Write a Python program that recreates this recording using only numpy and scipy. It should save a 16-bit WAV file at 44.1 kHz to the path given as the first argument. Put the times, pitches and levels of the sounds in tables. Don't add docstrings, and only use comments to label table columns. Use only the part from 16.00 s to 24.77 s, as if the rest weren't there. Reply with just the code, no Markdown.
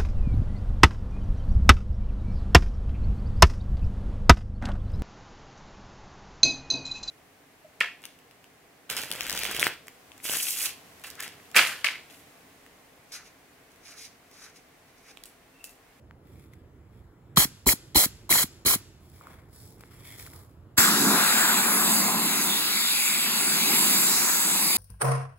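import sys
import numpy as np
from scipy import signal
from scipy.fft import rfft, irfft, next_fast_len
from scipy.io import wavfile
from scipy.ndimage import uniform_filter1d

SR = 44100
rng = np.random.default_rng(int(sys.argv[2]) if len(sys.argv) > 2 else 0)


def store_wav(level_fs):
    pcm = np.round(np.clip(np.atleast_2d(level_fs), -1, 1) * 32767)
    wavfile.write(sys.argv[1], SR, pcm.T.astype(np.int16))


N = 386757
T = np.arange(N) / SR
SILENT_DB = -200

LEAK_S, LEAK_DB = 0.008, -18.5

# cracks_s, open_s, settled_s (first surge ends), surge_db (at open_s)
BLAST_VALVE = (4.768, 4.780, 4.797, 5.0)
# time_s, level_db (before the valve and high-passes)
NOZZLE_LEVEL = [(4.82, -18.5), (4.95, -24.5), (5.3, -22), (5.65, -24), (5.95, -21), (6.17, -27.5),
                (6.42, -23.5), (6.66, -27.5), (7.01, -25), (7.37, -26.5), (7.8, -21), (8.05, -20.5),
                (8.4, -23.5), (8.55, -22.5), (8.77, -24)]
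# time_s, steel_db (powder on steel), rim_db, upper_rim_db, tyre_db
WHEEL_LEVEL = [(4.85, -25.5, -34.5, -23, -34), (5.03, -29.5, -31, -31, -28.5), (5.15, -27, -27, -25, -28),
               (5.3, -25, -32.5, -23.5, -40), (5.7, -29, -31, -29, -34), (6.12, -29.5, -31.5, -37.5, -35),
               (6.45, -29.5, -37, -34.5, -38), (7.0, -26.5, -43.5, -40, -49.5), (7.4, -28, -38, -37.5, -39),
               (7.75, -25, -34.5, -37.5, -35), (8.3, -30.5, -37, -32.5, -41.5),
               (8.77, -28.5, -38.5, -45.5, -40)]
# pitch_hz, width_hz (between half-amplitude points), level_db (relative)
NOZZLE_MODES = [(7890, 2860, 2.5), (10150, 760, 3.5), (12180, 4800, 0), (16100, 2500, -4)]
STEEL_MODES = [(2300, 950, -2), (3760, 1220, -1.1), (4800, 800, -1)]
RIM_MODES = [(770, 257, -11), (980, 860, 8.5)]
UPPER_RIM_MODES = [(1500, 660, 0)]
TYRE_MODES = [(200.8, 22.7, 7), (295, 43, -6), (388, 65, -9.5)]
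BLAST_SPUTTER_DB = 0.45


def blast():
    cracks, opened, settled, surge_db = BLAST_VALVE
    valve_times = [cracks, opened - LEAK_S, opened, settled, settled + 0.022]
    valve_db = np.interp(T, valve_times, [-35, LEAK_DB, surge_db, surge_db / 2, 0], SILENT_DB)

    nozzle_db = np.interp(T, *np.transpose(NOZZLE_LEVEL))
    s, *columns = np.transpose(WHEEL_LEVEL)
    steel_db, rim_db, upper_rim_db, tyre_db = (np.interp(T, s, column) for column in columns)
    nozzle = gain_of(nozzle_db) * hiss(ringing(NOZZLE_MODES), 2.14)
    wheel = gain_of(steel_db) * hiss(ringing(STEEL_MODES), 2.13)
    fine_powder = signal.butter(2, 800, "highpass", fs=SR, output="sos")
    nozzle, wheel = signal.sosfilt(fine_powder, [nozzle, wheel])

    sputter = gain_of(BLAST_SPUTTER_DB * uneven_feed())
    for modes, level_db in [(RIM_MODES, rim_db), (UPPER_RIM_MODES, upper_rim_db), (TYRE_MODES, tyre_db)]:
        wheel += sputter * gain_of(level_db) * hiss(ringing(modes), 1.2)
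    no_bass = signal.butter(3, 140, "highpass", fs=SR, output="sos")
    return signal.sosfilt(no_bass, gain_of(valve_db) * (nozzle + wheel))


# open_s (fully open), held_s, surge_db (hiss level at open_s)
PUFFS = [(1.374, 0.074, -13.5), (1.673, 0.058, -14), (1.96, 0.096, -14), (2.306, 0.13, -16.5),
         (2.663, 0.09, -17.5)]
# (relative, per Hz)
FREE_JET = [(2500, -11), (4200, -6), (6300, -1), (8500, 0.5), (11500, 3.5), (16000, -2)]
FREE_ROAR = [(200, -15.5), (400, -9), (1000, 0.5), (2200, 0), (2800, -10.5), (3200, 4), (3650, -5.5),
             (4100, 9), (6000, -46)]
KICK = [(30, -3.5), (65, -6), (170, -15.5), (350, -5), (800, -48.5)]
STEADY_DB, ROAR_DB = -20.5, -10
PUFF_SPUTTER_DB = 2.5
CRACK_S, CRACK_DB = 0.013, -16
ROAR_LEAK_DB = -12.5
SHUT_S, BLEED_S = 0.0068, 0.068
THROB_S, THROB_LEAD_S, THROB_RISE_S, THROB_DB = 0.029, 0.0115, 0.0025, 3
KICK_DB, KICK_PER_SURGE, KICK_S = -41.5, 2.95, 0.041


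def puffs():
    thin = hiss(sloped(FREE_JET), 1.5)
    roar = hiss(sloped(FREE_ROAR), 2.5, gain_of(PUFF_SPUTTER_DB * uneven_feed()))
    low = hiss(sloped(KICK), 0)
    jets, kicks = np.zeros((2, 2, N))
    flow = np.zeros(N)
    for opened, held, surge_db in PUFFS:
        closing = opened + held
        shut = closing + SHUT_S
        times = [opened - CRACK_S, opened - LEAK_S, opened, closing, shut, shut + BLEED_S]
        seep_db = surge_db + CRACK_DB
        later_db = [surge_db, STEADY_DB, STEADY_DB - 13.5, STEADY_DB - 50]
        flow_db = np.interp(T, times, [seep_db, surge_db + LEAK_DB] + later_db, SILENT_DB, SILENT_DB)
        roar_db = np.interp(T, times, [seep_db, surge_db + ROAR_LEAK_DB] + later_db, SILENT_DB, SILENT_DB)

        since_return = (T - opened + THROB_LEAD_S) % THROB_S / THROB_RISE_S
        roar_db += THROB_DB * since_return * np.exp(1 - since_return) * (T < closing)
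        jets += gain_of(flow_db) * thin + gain_of(roar_db + ROAR_DB) * roar
        flow += gain_of(flow_db)

        kick_db = KICK_DB + KICK_PER_SURGE * (surge_db - STEADY_DB)
        kick_times = [opened - LEAK_S, opened + 0.0019, opened + KICK_S]
        kick_shape_db = np.interp(T, kick_times, [-25, 0, -27], SILENT_DB, SILENT_DB)
        kicks += gain_of(kick_db + kick_shape_db) * low
    return jets + kicks, flow


def uneven_feed():
    band = signal.butter(2, [20, 55], "bandpass", fs=SR, output="sos")
    return evened(signal.sosfilt(band, rng.standard_normal(N)))


# start_s, level_db
# (envelope peak), pitch_hz
KNOCKS = [(1.372, -2, 4000), (1.373, -5.5, 1200), (1.665, -18, 1000), (1.690, -8, 2100), (1.958, -17, 900),
          (1.980, -33, 2270), (1.980, -11, 4100), (2.038, -18, 4200), (2.293, -26, 995),
          (2.311, -23.5, 1170), (2.326, -9, 2140), (2.354, -21.5, 895), (2.381, -17.5, 2100),
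          (2.682, -14.5, 2280), (4.782, -24, 1590), (4.784, -5, 4300)]
# start_s, level_db (envelope peak), pitch_hz
JOLTS = [(1.375, -13.5, 163), (1.379, -18, 114), (1.666, -18.5, 219), (1.955, -19, 300), (2.324, -32, 191),
         (2.651, -30, 299), (4.783, -25, 108)]
# delay_s (after closing starts), level_db (envelope peak), pitch_hz
SHUT_JOLT = (0.005, -26, 220)


def spits():
    out = np.zeros((2, N))
    for start, level_db, pitch_hz in KNOCKS:
        add(out, start, ping(level_db, pitch_hz, cycles=1.2))
    delay, shut_db, shut_hz = SHUT_JOLT
    shut_jolts = [(opened + held + delay, shut_db, shut_hz) for opened, held, _ in PUFFS]
    for start, level_db, pitch_hz in JOLTS + shut_jolts:
        add(out, start, ping(level_db, pitch_hz, cycles=0.34))
    return out


# time_s, level_db
SPRAY_LEVEL = [(4.79, -28.5), (5.35, -42), (6.15, -66), (6.55, -44.5), (7.7, -64), (8.15, -29.5),
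               (8.5, -45)]
# low_hz, high_hz
SPRAY_BAND = [4240, 6300]


def spray():
    level_db = np.interp(T, *np.transpose(SPRAY_LEVEL), SILENT_DB)
    band = signal.butter(2, SPRAY_BAND, "bandpass", fs=SR, output="sos")
    return gain_of(level_db) * evened(signal.sosfilt(band, rng.standard_normal((2, N))))


# start_s, held_s, crackle_db, low_scuff_db, high_scuff_db
SHUFFLES = [(.28, 0.16, -66.5, -88, -68), (.525, 0.012, -71, -92, -69), (.94, 0.028, -71, -90, -70),
            (3.03, 0.11, -63, -84, -72), (3.14, 0.036, -57.5, -68, -66), (3.24, 0.1, -60, -54.5, -60.5),
            (3.55, 0.13, -53.5, -69, -70), (3.791, 0.089, -62.5, -66, -68), (3.92, 0.11, -58, -63, -62),
            (4.06, 0.075, -49, -62, -53), (4.195, 0.025, -44.5, -56, -53.5),
            (4.34, 0.024, -51.5, -55.5, -66)]
# (relative, per Hz)
CRACKLE = [(2000, -27), (3400, 1), (5200, 4.5), (6600, -2), (9000, 6.5), (16000, 2)]
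# pitch_hz, width_hz (between half-amplitude points), level_db (relative)
SCUFF_MODES = [
    [(1054, 1100, 0)],
    [(2110, 690, -8.5), (3380, 500, -13.5)],
]
# (wide tick against the ring, before TICK_DB)
SNAPS = [(0.110, -34, 1390, 0.32, -29), (0.535, -49.5, 2080, 2.1, 6), (3.211, -38, 1190, 1, -22),
         (3.270, -33, 1220, 0.85, -12), (3.808, -54, 2350, 1.9, 15), (3.837, -32.5, 1300, 0.25, -28),
         (4.197, -40, 1940, .6, 9), (4.251, -49, 3400, 2.5, -8), (4.264, -40, 2040, 1, 8),
         (4.274, -39, 1390, 0.84, -5), (4.334, -39, 1800, .6, -5)]
RISE_DB_PER_S, FALL_DB_PER_S = 294, 125.5
TICK_DB, TICK_T60_S = -6.5, 0.029


def shuffles():
    strengths = gain_of(1.8 * np.minimum(rng.exponential(1, N), 3))
    grains = strengths * (rng.random(N) < 150 / SR)
    drive = 1 + signal.lfilter([1], [1, -.98], grains)

    levels_db = np.full((3, N), float(SILENT_DB))
    for start, held, *peaks_db in SHUFFLES:
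        rise_db = -RISE_DB_PER_S * np.maximum(start - T, 0)
        fall_db = -FALL_DB_PER_S * np.maximum(T - start - held, 0)
        levels_db = np.maximum(levels_db, np.add.outer(peaks_db, rise_db + fall_db))
    crackle_level, *scuff_levels = gain_of(levels_db)
    out = crackle_level * hiss(sloped(CRACKLE), 1.2, drive)
    for modes, level in zip(SCUFF_MODES, scuff_levels):
        out += level * hiss(ringing(modes), 1.5, drive)

    for start, level_db, pitch_hz, cycles, bright_db in SNAPS:
        tick_db = level_db + bright_db + TICK_DB - 60 * T[:500] / TICK_T60_S
        add(out, start, gain_of(tick_db) * rng.standard_normal((2, 500)))
        add(out, start, ping(level_db, pitch_hz, cycles))
    return out


# pitch_hz, t60_s (time to die by 60 dB)
YARD_T60 = [(200, 0.94), (8000, 0.61), (16000, 0.92)]


def yard(pair):
    hz, t, z = signal.stft(rng.standard_normal((2, SR)), SR, nperseg=256)
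    t60 = np.interp(hz, *np.transpose(YARD_T60))[:, None]
    tail = signal.istft(z * gain_of(-60 * t / t60), SR, nperseg=256)[1]
    return signal.fftconvolve(pair, tail / np.linalg.norm(tail[0]), axes=1)[:, :N]


# (relative, per Hz)
RUMBLE = [(25, -27.5), (55, 6.5), (110, 2), (200, -10), (340, -8), (550, -16.5), (1500, -24), (2200, -30.5),
          (5800, -43)]
RUMBLE_DB, SUNK_DB, SINK_S = -53, -63.5, 0.13


def rumble():
    opened = BLAST_VALVE[1]
    level_db = np.interp(T, [opened, opened + SINK_S], [RUMBLE_DB, SUNK_DB])
    return gain_of(level_db) * hiss(sloped(RUMBLE), 1.6)


def gain_of(db):
    return 10 ** (np.asarray(db) / 20)


def evened(x):
    return x / np.sqrt(np.mean(x ** 2) + 1e-20)


def sloped(points):
    f, db = np.transpose(points)
    return lambda hz: gain_of(np.interp(np.log(hz + 1), np.log(f + 1), db))


def ringing(modes):
    def colour(hz):
        curves = [gain_of(db) / (1 + (2 * (hz - f) / width) ** 2) for f, width, db in modes]
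        return np.sqrt(sum(curve ** 2 for curve in curves))
    return colour


def hiss(colour, patchy_db, drive=1.):
    hz, t, z = signal.stft(drive * rng.standard_normal((2, N)), SR, nperseg=1024, noverlap=768)
    patches = uniform_filter1d(rng.standard_normal(z.shape[1:]), size=12, axis=0)
    patches = evened(uniform_filter1d(patches, size=20, axis=1))
    z = z * colour(hz)[:, None] * gain_of(patchy_db * patches)
    return evened(signal.istft(z, SR, nperseg=1024, noverlap=768)[1][:, :N])


def ping(db, hz, cycles):
    u = np.arange(int(4 * cycles * SR / hz)) * hz / SR
    envelope = np.e * u / cycles * np.exp(-u / cycles)
    quarter_turn = np.array([[0], [1 / 4]])
    return gain_of(db) * envelope * np.sin(2 * np.pi * (u + quarter_turn))


def add(mix, s, sound):
    part = mix[:, round(s * SR):][:, :sound.shape[-1]]
    part += sound[..., :part.shape[1]]


CROSSOVER_HZ = (6400, 6900)
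IN_STEP_HZ, TURN_HZ = 6970, 4380
TREBLE_LIKENESS = .985


def ports(pair, table):
    size = next_fast_len(N + 4096)
    hz, (first, second) = np.fft.rfftfreq(size, 1 / SR), rfft(pair, size)
    f, *columns = np.transpose(table)
    lead, same, tilt_db = (np.interp(hz, f, column) for column in columns)
    treble = np.interp(hz, CROSSOVER_HZ, [0, 1])
    lead = (1 - treble) * lead + treble * 2 * np.pi * (IN_STEP_HZ - hz) / TURN_HZ
    same = (1 - treble) * same + treble * TREBLE_LIKENESS
    curves = [lead, same, tilt_db * (1 - treble)]

    bins = 120 * size // SR
    curves = uniform_filter1d(curves, bins, axis=1)
    lead, same, tilt_db = uniform_filter1d(curves, bins, axis=1)
    blend = same * first * np.exp(-1j * lead) + np.sqrt(1 - same ** 2) * second
    return irfft([first, blend / gain_of(tilt_db)], size)[:, :N]


# pitch_hz, lead_rad (left leads), likeness (0-1), balance_db (left minus right, for the shared level)
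IN_AIR = [(100, 0, .99, -3.5), (500, .3, .97, 0), (900, .1, .9, 3), (1550, 2.2, .7, 2), (2000, -.2, .85, 1),
          (2720, 3.0, .93, -1), (3150, 1.5, .5, -1), (3620, 3.1, .93, -1), (4600, 1.5, .3, -2),
          (6000, 2.1, .5, -1)]
AT_WHEEL = [(100, 0, .99, -3), (430, .3, .98, -1), (510, 1.9, .9, 2), (720, .4, .9, 4), (1050, .2, .96, 1),
            (1550, 1.7, .85, 4.5), (1800, 1.5, .4, 5), (2050, 0, .75, 1), (2350, 1.5, .6, 3),
            (2650, .3, .7, 1), (3050, 2.7, .8, 0), (3600, 2.7, .8, 0), (4100, 2.6, .3, 1),
            (5350, 3.1, .96, 0), (5950, 3.1, .96, 0), (6350, 1.8, .15, 0)]
AROUND = [(100, 0, .99, -3.7), (400, 0, .95, -1), (800, .8, .4, 1.5), (2200, -1, .6, 2),
          (5800, -3.0, .4, 0)]
# (relative, per Hz)
SCATTERED = [(300, -22.5), (1500, -1.5), (4000, 0.5), (9000, 0), (16000, -18)]
YARD_DB = -28.5


def scene():
    jets, flow = puffs()
    near = ports(jets + spits(), IN_AIR) + ports(blast(), AT_WHEEL) + spray()
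    echo = gain_of(YARD_DB) * yard(flow * hiss(sloped(SCATTERED), 0))
    return near + ports(echo + shuffles() + rumble(), AROUND)


def record(dry):
    bass_cut = signal.butter(3, 42, "highpass", fs=SR, output="sos")
    band_limit = signal.firwin(1023, 15800, window=("kaiser", 8), fs=SR)
    return signal.oaconvolve(signal.sosfilt(bass_cut, dry), band_limit[None], "same")


dry = scene()
out = record(dry)
store_wav(out)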